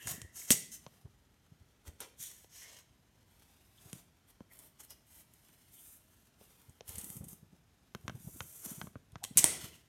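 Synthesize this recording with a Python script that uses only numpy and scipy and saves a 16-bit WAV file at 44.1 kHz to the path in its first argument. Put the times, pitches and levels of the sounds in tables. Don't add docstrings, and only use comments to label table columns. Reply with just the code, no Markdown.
import sys
import numpy as np
from scipy import signal
from scipy.fft import rfft, irfft, next_fast_len
from scipy.io import wavfile
from scipy.ndimage import map_coordinates

SR = 44100
rng = np.random.default_rng(int(sys.argv[2]) if len(sys.argv) > 2 else 0)


def put_to_file(sound):
    columns = np.atleast_2d(sound).T
    safe = np.clip(columns, -1, 1)
    whole_steps = np.round(safe * 32767)
    wavfile.write(sys.argv[1], SR, whole_steps.astype(np.int16))


N = 435708
TIME = np.arange(N) / SR

# (time [s], length [s], hiss [dB], swell from start to end [dB], sizzle [dB], rasp [dB], rub [dB])
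BLADE_STROKES = [(0.0, .065, -56, 6, -1.5, -9, -10), (0.079, 0.084, -46.5, -11, -2.5, -9, -10),
                 (0.361, 0.096, -48, -3.5, -3.5, -12.5, -20.5), (0.482, 0.069, -42, 8, -4.5, -11, -17),
                 (0.722, 0.032, -47, 2, -4.5, -12.5, -28), (.8, 0.22, -77, -0.5, 1, -1, -1),
                 (1.859, 0.023, -59.5, 5.5, -2, -3.5, -3), (2.013, 0.037, -54, -6, -5.5, 1, -0.5),
                 (2.203, 0.075, -46.5, -1.5, -2.5, -13, -32.5), (2.277, 0.18, -60, -11, -2.5, -8, -18),
                 (2.515, .12, -56.5, 8, -4, -4.5, -16), (2.646, 0.15, -60.5, -4, -5.5, -1, -7.5),
                 (3.303, 0.63, -75, -0.5, 1.5, 0, -4), (3.778, 0.22, -64, 7, 0, -4.5, -7.5),
                 (4.278, 0.023, -71, 2, 5.5, -1, -5), (4.517, 0.15, -69, 5, 8, -2, -2.5),
                 (4.803, 0.0066, -53, -1.5, -1, -7.5, -11), (4.837, 0.013, -65, -4, 7, -3, -15),
                 (4.905, 0.019, -63.5, 0, 6, 0.5, -2), (5.07, 0.14, -65, 11.5, 2.5, -6, -13),
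                 (5.332, 0.53, -72, 1, 2.5, -1.5, -10.5), (5.734, 0.23, -61, 1.5, 4, -12, -20),
                 (5.986, 0.3, -74.5, -2.5, 1.5, -5, -9.5), (6.404, 0.38, -72.5, -7.5, 2.5, -2, -4),
                 (6.886, 0.16, -56, -5, 3, -4.5, -8.5), (7.033, 0.15, -54.5, -2, 3.5, -14, -13.5),
                 (7.285, 0.053, -56.5, 2, 2.5, -14.5, -13.5), (7.98, 0.274, -71.5, 16.5, 1, -8, -13.5),
                 (8.227, 0.395, -56.5, 6, 1.5, -14.5, -18), (8.643, 0.23, -53, -15, 0, -12, -12),
                 (9.39, 0.2, -53, -7, -2, 3, -3), (9.615, 0.074, -52.5, -6, -1.5, -1, -8),
                 (9.72, 0.092, -67.5, -11.5, -2, -1.5, -8.5)]
# (frequency [Hz], level [dB])
SCRAPE_SPECTRUM = [(300, -0.5), (700, -2), (1200, -8), (1700, -3.5), (2050, -8.5), (2450, -7), (3200, -4.5),
                   (4600, -8.5), (6000, 5), (7500, 4), (9500, 3.5), (10500, -2), (12500, 1), (16000, -12)]
# (frequency [Hz], level [dB], t60 [s])
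STEEL_MODES = [(1954, -13, 0.65), (1990, -6.5, 0.53), (2115, -10, .33), (2916, -3.5, 0.08),
               (3593, -9.5, .25), (5650, -5.5, 0.39), (6650, 2.5, 0.16), (6444, -2.5, .15), (6920, -5, .13),
               (8430, -9, .13), (7680, -5.5, .16), (8070, -0.5, .14), (8470, -3, .16), (9620, -1, .16),
               (9060, -3, 0.11), (11340, -6, .15), (14300, -13, .14), (14400, -6, .14)]
# (frequency [Hz], level [dB])
HUSH_SPECTRUM = [(15, -51), (25, -24), (48, -0.5), (114, -4.5), (236, -10), (263, -10.5), (344, -17),
                 (531, -24), (624, -20.5), (1190, -27.5), (1400, -23.5), (10100, -37.5), (12200, -35),
                 (16000, -49.5)]
# (time [s], level [dB], frequency [Hz], half length [s])
SLOT_SQUEAKS = [(.01, -58.5, 1860, 0.021), (0.033, -57.5, 2930, .04), (0.15, -61.5, 1869, 0.13),
                (0.308, -68.5, 1880, 0.021), (0.419, -50.5, 2130, 0.0042), (2.248, -60, 3500, 0.048),
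                (2.602, -60.5, 5750, 0.077), (2.643, -60.5, 2010, 0.029), (3.784, -64.5, 3350, 0.0096),
                (4.517, -64, 2010, 0.012), (4.916, -59.5, 5440, 0.021), (5.785, -66, 3200, 0.016),
                (9.229, -50.5, 744, 0.0096), (9.741, -63.5, 2870, 0.015)]
# (time [s], peak level [dB], frequency [Hz])
HAND_BUMPS = [(.059, -44, 120), (.117, -41.5, 128), (0.247, -43, 83), (0.54, -39.5, 156.7),
              (1.055, -41, 108.8), (1.522, -49.5, 135), (1.614, -50, 86.5), (1.885, -40.5, 76.8),
              (2.203, -53.5, 140), (3.861, -49.5, 131), (3.957, -47, 147.3), (6.691, -48.5, 103.8),
              (6.978, -43.5, 94.4), (7.17, -40.5, 121), (7.212, -38.5, 159), (7.239, -49.5, 169),
              (7.431, -47.5, 143.2), (7.533, -48.5, 168.5), (8.05, -41, 102.1), (8.151, -37.5, 122),
              (8.274, -38, 130), (8.666, -40, 217), (8.718, -38.5, 209), (8.782, -42, 156),
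              (8.842, -39.5, 166), (9.132, -47, 104), (9.312, -41, 205), (9.363, -39, 181),
              (9.396, -34.5, 194), (9.643, -39.5, 136)]
# (time [s], length [s], peak level [dB])
GRIP_SHIFTS = [(0.089, 0.085, -42.5), (6.899, .45, -46.5), (8.082, .4, -48.5)]
# (time [s], level [dB], gap [s], loss per strike [dB], brightest frequency [Hz])
BLADE_WHIPS = [(0.0715, -31.5, 0.009, 4.5, 7140), (0.5048, -16, 0.0038, 1.5, 10280),
               (9.3727, -11.5, .0044, 3.5, 10500)]
# (time [s], level [dB], t60 [s], brightest frequency [Hz])
BLADE_CLICKS = [(0.2167, -40, .014, 6500), (2.0043, -39, 0.031, 10200), (2.789, -58, 0.034, 12120),
                (3.93, -40, .015, 9000), (4.534, -54.5, 0.023, 12930), (4.59, -49, .014, 8000),
                (4.9046, -48, .035, 13000), (5.337, -55.5, 0.019, 12950), (6.695, -60.5, .03, 7990),
                (6.879, -55, .03, 9900), (6.892, -37.5, 0.021, 11000), (6.955, -45, .035, 8500),
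                (6.982, -39.5, 0.074, 10200), (7.013, -38, .017, 10000), (7.0435, -41.5, 0.026, 10400),
                (7.102, -41.5, 0.016, 11000), (7.167, -44, 0.026, 10400), (7.241, -50.5, 0.065, 10200),
                (7.284, -48.5, 0.046, 9900), (7.9496, -49.5, 0.0073, 12960), (8.0805, -47, 0.0085, 12850),
                (8.648, -45, 0.038, 11030), (9.1205, -59, 0.013, 3810), (9.234, -46.5, 0.035, 3700),
                (9.2398, -30, 0.016, 3820), (9.2483, -39.5, .018, 8900), (9.4425, 0.5, 0.0012, 9400)]
# (frequency [Hz], level [dB])
STRIKE_SPECTRUM = [(200, -8), (600, -15), (1300, -18), (2000, -15.5), (2500, -9), (3100, -8.5), (4000, -11),
                   (5000, -12), (6200, -4), (9000, 0), (10500, -3), (12000, -3.5), (14000, -5.5),
                   (16000, -15.5)]
# (time [s], tick [dB], knock [dB], knock
# frequency [Hz], thud [dB])
CASE_KNOCKS = [(0.074, -51.5, -48, 1450, -67), (0.2169, -51.5, -80, 2360, -50.5),
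               (0.5057, -25.5, -36, 503, -49), (0.865, -57, -52, 822, -53),
               (2.004, -55.5, -56.5, 1201, -62.5), (2.445, -67, -63, 604, -66.5),
               (3.930, -52, -67, 1317, -44), (4.406, -74.5, -57.5, 830, -48),
               (5.492, -77, -71.5, 1355, -67), (6.412, -71.5, -61.5, 515, -66),
               (6.8081, -55, -52, 604, -60.5), (7.9489, -51, -46.5, 1150, -42),
               (8.0801, -45.5, -42, 1160, -42.5), (8.0965, -54, -46, 1140, -44.5),
               (8.4058, -45.5, -43.5, 1130, -48.5), (8.8149, -50, -44, 1190, -46),
               (8.871, -70.5, -53.5, 1000, -48), (8.956, -91, -52, 980, -43),
               (9.1568, -57.5, -48.5, 1130, -45.5), (9.2394, -46.5, -65, 934, -65),
               (9.2483, -45, -56.5, 950, -61), (9.4431, -32.5, -36, 770, -45.5)]
# (frequency [Hz], bandwidth [Hz], level [dB])
SHELL_MODES = [(2430, 1800, 2.5), (3177, 750, 3.5), (4200, 1200, -6), (5650, 970, 2)]
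# (time [s], peak level [dB], frequency [Hz], t60 [s])
CASE_RECOILS = [(.5062, -18, 235, .036), (9.4432, -25, 310, .025)]
# (frequency [Hz], t60 [s])
ROOM_DECAY = [(150, 1), (1000, 0.22), (3000, 0.55), (7000, 0.36), (11000, .42), (16000, 0.3)]


def from_db(db):
    return 10 ** (np.asarray(db) / 20)


def rms_one(x):
    return x / np.sqrt(np.mean(x ** 2) + 1e-20)


def at_hz(points, hz):
    f, value = np.transpose(points)
    return np.interp(np.log(hz + 1), np.log(f), value)


def bins(size):
    return np.fft.rfftfreq(size, 1 / SR)


def coloured(x, gain):
    return rms_one(irfft(rfft(x) * gain, len(x)))


def flicker(rate):
    knots = rng.standard_normal(int(N / SR * rate) + 2)
    return rms_one(np.interp(TIME * rate, np.arange(len(knots)), knots))


def butter(x, hz, kind, order=2):
    return signal.sosfilt(signal.butter(order, np.clip(hz, 10, .45 * SR), kind, fs=SR, output="sos"), x)


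def add(track, s, sound):
    start = round(s * SR)
    part = sound[max(0, -start):max(0, N - start)]
    track[max(0, start):max(0, start) + len(part)] += part


def stroke_levels(resting_db=-82, lower_db=-3, upper_db=-5, arch_db=2, attack_s=.016, release_s=.03):
    t = TIME[::64]
    power = from_db(resting_db + np.array([[2], [2], [lower_db], [upper_db], [-2]])) ** 2
    for s, length, hiss, swell, sizzle, rasp, rub in BLADE_STROKES:
        travel = np.clip((t - s) / length, 0, 1) - .5
        ease_s = .094 * length
        before = np.maximum(s - t, 0) / (attack_s + ease_s)
        after = np.maximum(t - s - length, 0) / (release_s + ease_s)
        speed_db = hiss + swell * travel - arch_db * (2 * travel) ** 2
        speed_db -= 20 * np.minimum(before + after, 10)
        lower = lower_db - .91 * np.clip(sizzle + 4, -6, 8)
        power = power + from_db(speed_db + np.array([[rub], [rasp], [lower], [upper_db], [sizzle]])) ** 2
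    return [np.interp(TIME, t, 10 * np.log10(zone)) for zone in power]


def flexing(x, shortest_s=.0005, longest_s=.0011, reflect=.3):
    for stretch in (1, 3.3):
        delay_s = shortest_s + (longest_s - shortest_s) / (1 + np.exp(-flicker(1.6)))
        x = x + reflect * map_coordinates(x, [np.arange(N) - stretch * SR * delay_s], order=3)
    return rms_one(x)


def blade_peaks(hz, width_hz):
    return sum(1 / (1 + ((hz - mode_hz) / width_hz) ** 2) for mode_hz, *_ in STEEL_MODES)


def snags(per_s=22, rise_db=4.5, t60=.022):
    caught = (rng.random(N) < per_s / SR) * np.minimum(rng.exponential(1, N), 2)
    decay = from_db(-60 / (t60 * SR))
    return from_db(rise_db * signal.lfilter([1], [1, -decay], caught + 1e-18))


def slide(level_db=-2, judder_db=1.46, grit=.35):
    size = next_fast_len(N, real=True)
    hz = bins(size) + 1
    slips = rng.standard_normal(N) * np.exp(grit * rng.standard_normal(N))
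    slips = np.resize(flexing(slips), size)
    steel = from_db(at_hz(SCRAPE_SPECTRUM, hz)) * (1 + .17 * blade_peaks(hz, width_hz=70))
    zones_hz = [(300, 1500), (1500, 5000), (5200, 7300), (7300, 10500), (10500, 16000)]
    out = np.zeros(N)
    for zone_db, (low, high) in zip(stroke_levels(), zones_hz):
        band = 1 / np.sqrt((1 + (low / hz) ** 10) * (1 + (hz / high) ** 20))
        noise = coloured(np.roll(slips, rng.integers(size)), band * steel)[:N]
        out += noise * from_db(zone_db)
    return out * snags() * from_db(level_db + judder_db * flicker(70))


def hush(level_db=-69.5):
    size = next_fast_len(N, real=True)
    spectrum = from_db(at_hz(HUSH_SPECTRUM, bins(size)))
    return from_db(level_db) * coloured(rng.standard_normal(size), spectrum)[:N]


def squeaks(edge_ratio=1.085):
    t, out = np.arange(-SR // 5, SR // 5) / SR, np.zeros(N)
    for s, level_db, hz, half_length in SLOT_SQUEAKS:
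        grating = rms_one(butter(rng.standard_normal(len(t)), [hz / edge_ratio, hz * edge_ratio], "band"))
        add(out, s + t[0], from_db(level_db) * np.exp(-(t / half_length) ** 2) * grating)
    return out


def fumbles(gap_s=.042, centre_hz=144.6, spread_octaves=.88, spread_db=4):
    rows = []
    for s, length, level_db in GRIP_SHIFTS:
        chance = rng.uniform(-1, 1, size=(64, 3))
        for step, (late, strong, high) in zip(np.arange(0, length, gap_s), chance):
            hz = centre_hz * 2 ** (spread_octaves * high)
            rows.append((s + step + .4 * gap_s * late, level_db + spread_db * strong, hz))
    return rows


def bumps(cycles=.55, flesh_db=-17, rub_s=.0082, scuff_db=-13):
    t, out, touch = np.arange(-SR // 20, SR // 10) / SR, np.zeros(N), np.zeros(N)
    contact = np.maximum(t / rub_s + .5, 0)
    for s, level_db, hz in HAND_BUMPS + fumbles():
        swell = from_db(level_db) / np.cosh(t * hz / cycles * 1.4)
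        add(out, s + t[0], swell * np.sin(2 * np.pi * (hz * t + rng.random())))
        add(touch, s + t[0], from_db(level_db) * contact * np.exp(1 - contact))
    skin = rms_one(butter(rng.standard_normal(N), [50, 300], "band"))
    scuff = rms_one(butter(rng.standard_normal(N), [350, 900], "band"))
    return out + from_db(flesh_db) * touch * (skin + from_db(scuff_db) * scuff)


def strikes(per_whip=5, first_t60=.018, last_t60=.062, sag_octaves=.98):
    rows = list(BLADE_CLICKS)
    for s, level_db, gap, loss_db, hz in BLADE_WHIPS:
        for k, along in enumerate(np.linspace(0, 1, per_whip)):
            t60 = first_t60 + along * (last_t60 - first_t60)
            rows.append((s + k * gap, level_db - k * loss_db, t60, hz * 2 ** (-sag_octaves * along)))
    return rows


def stored_db(t60):
    return 7 * np.log10(t60 / .012)


def clatter(focus_db=9.5, focus_octaves=.39, shiver_db=-21, shiver_t60=.1):
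    size = 8192
    t, hz, out = np.arange(size) / SR, bins(size) + 1, np.zeros(N)
    peaks = 1 + .49 * blade_peaks(hz, width_hz=45)
    for s, level_db, t60, centre_hz in strikes():
        focus = focus_db * np.exp(-.5 * (np.log2(hz / centre_hz) / focus_octaves) ** 2)
        crack = coloured(rng.standard_normal(size), peaks * from_db(at_hz(STRIKE_SPECTRUM, hz) + focus))
        fade = from_db(-60 * t / t60) + from_db(shiver_db + stored_db(t60) - 60 * t / shiver_t60)
        add(out, s, from_db(level_db) * crack * fade)
    return out


def blade_ring(ring_db=-35, scatter_db=2, flutter_per_s=170):
    t, out = np.arange(SR // 2) / SR, np.zeros(N)
    knots = np.arange(flutter_per_s + 2)
    for hz, mode_db, t60 in STEEL_MODES:
        mode = from_db(mode_db - 60 * t / t60) * np.exp(2j * np.pi * hz * t)
        for s, level_db, strike_t60, _ in strikes():
            phasors = rng.standard_normal((len(knots), 2)) @ [1, 1j]
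            wobble = np.interp(t * flutter_per_s, knots, phasors)
            drive_db = level_db + ring_db + stored_db(strike_t60) + scatter_db * rng.standard_normal()
            add(out, s, from_db(drive_db) * (mode * wobble).real)
    return out


def cavity(x, round_trip_s=.0019, reflect=.22):
    n = np.arange(len(x))
    return x + reflect * np.interp(n - round_trip_s * SR, n, x, left=0)


def case_knocks(thud_lag_s=.0012, buzz=.067, buzz_t60=.035, hollow_db=-6, tick_t60=.027):
    size = SR // 10
    t, out = np.arange(size) / SR, np.zeros(N)
    for s, tick_db, knock_db, knock_hz, thud_db in CASE_KNOCKS:
        blow = buzz * rng.standard_normal(size) * from_db(-60 * t / buzz_t60)
        blow[0] += 1
        short_blow = blow * from_db(-60 * t / tick_t60)
        modes = np.zeros(size)
        for hz, width, mode_db in SHELL_MODES:
            mode = butter(short_blow, [hz - width / 2, hz + width / 2], "band", order=1)
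            modes += from_db(mode_db) * rms_one(mode)
        tick = butter(modes, 6900, "low", order=10)
        hollow = from_db(hollow_db) * rms_one(butter(blow, [knock_hz, knock_hz * 1.3], "band"))
        knock = rms_one(butter(blow, [knock_hz * .51, knock_hz * 1.2], "band")) + hollow
        thud = butter(blow, [90, 250], "band")
        for lag, part, level_db in (0, tick, tick_db), (0, knock, knock_db), (thud_lag_s, thud, thud_db):
            add(out, s + lag, from_db(level_db) * rms_one(cavity(part)) / np.sqrt(10))
    return out


def recoils():
    t, out = np.arange(SR // 5) / SR, np.zeros(N)
    for s, level_db, hz, t60 in CASE_RECOILS:
        add(out, s, from_db(level_db - 60 * t / t60) * np.sin(2 * np.pi * hz * t))
    return out


def room(x, first_echo_s=.006, warmth_db=3):
    t, tail = np.arange(SR) / SR, np.zeros(SR)
    edges_hz = np.geomspace(60, 18000, num=11)
    white = rng.standard_normal((2, SR))
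    for k, (low, high) in enumerate(zip(edges_hz, edges_hz[1:])):
        hz = np.sqrt(low * high)
        gain_db = warmth_db * (hz < 3000) - 60 * t / at_hz(ROOM_DECAY, hz)
        tail += butter(white[k % 2], [low, high], "band") * from_db(gain_db)
    tail *= np.clip(t / first_echo_s - 1, 0, 1)
    return signal.fftconvolve(x, tail / np.linalg.norm(tail))[:N]


def scene():
    steel = clatter() + blade_ring()
    friction = slide() + squeaks()
    hands, jolts = case_knocks() + bumps(), recoils()
    echo = room(from_db(-12) * steel + from_db(-11) * friction
                + from_db(-23) * hands + from_db(-31) * jolts)
    return (steel + friction + hands + jolts + echo + hush())[None]


def record(dry, bass_hz=42, ceiling=.75, cutoff_hz=16000):
    rounded = ceiling * np.tanh(butter(dry, bass_hz, "high", order=3) / ceiling)
    return signal.sosfilt(signal.ellip(10, .1, 80, cutoff_hz, fs=SR, output="sos"), rounded)


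dry = scene()
out = record(dry)
put_to_file(out)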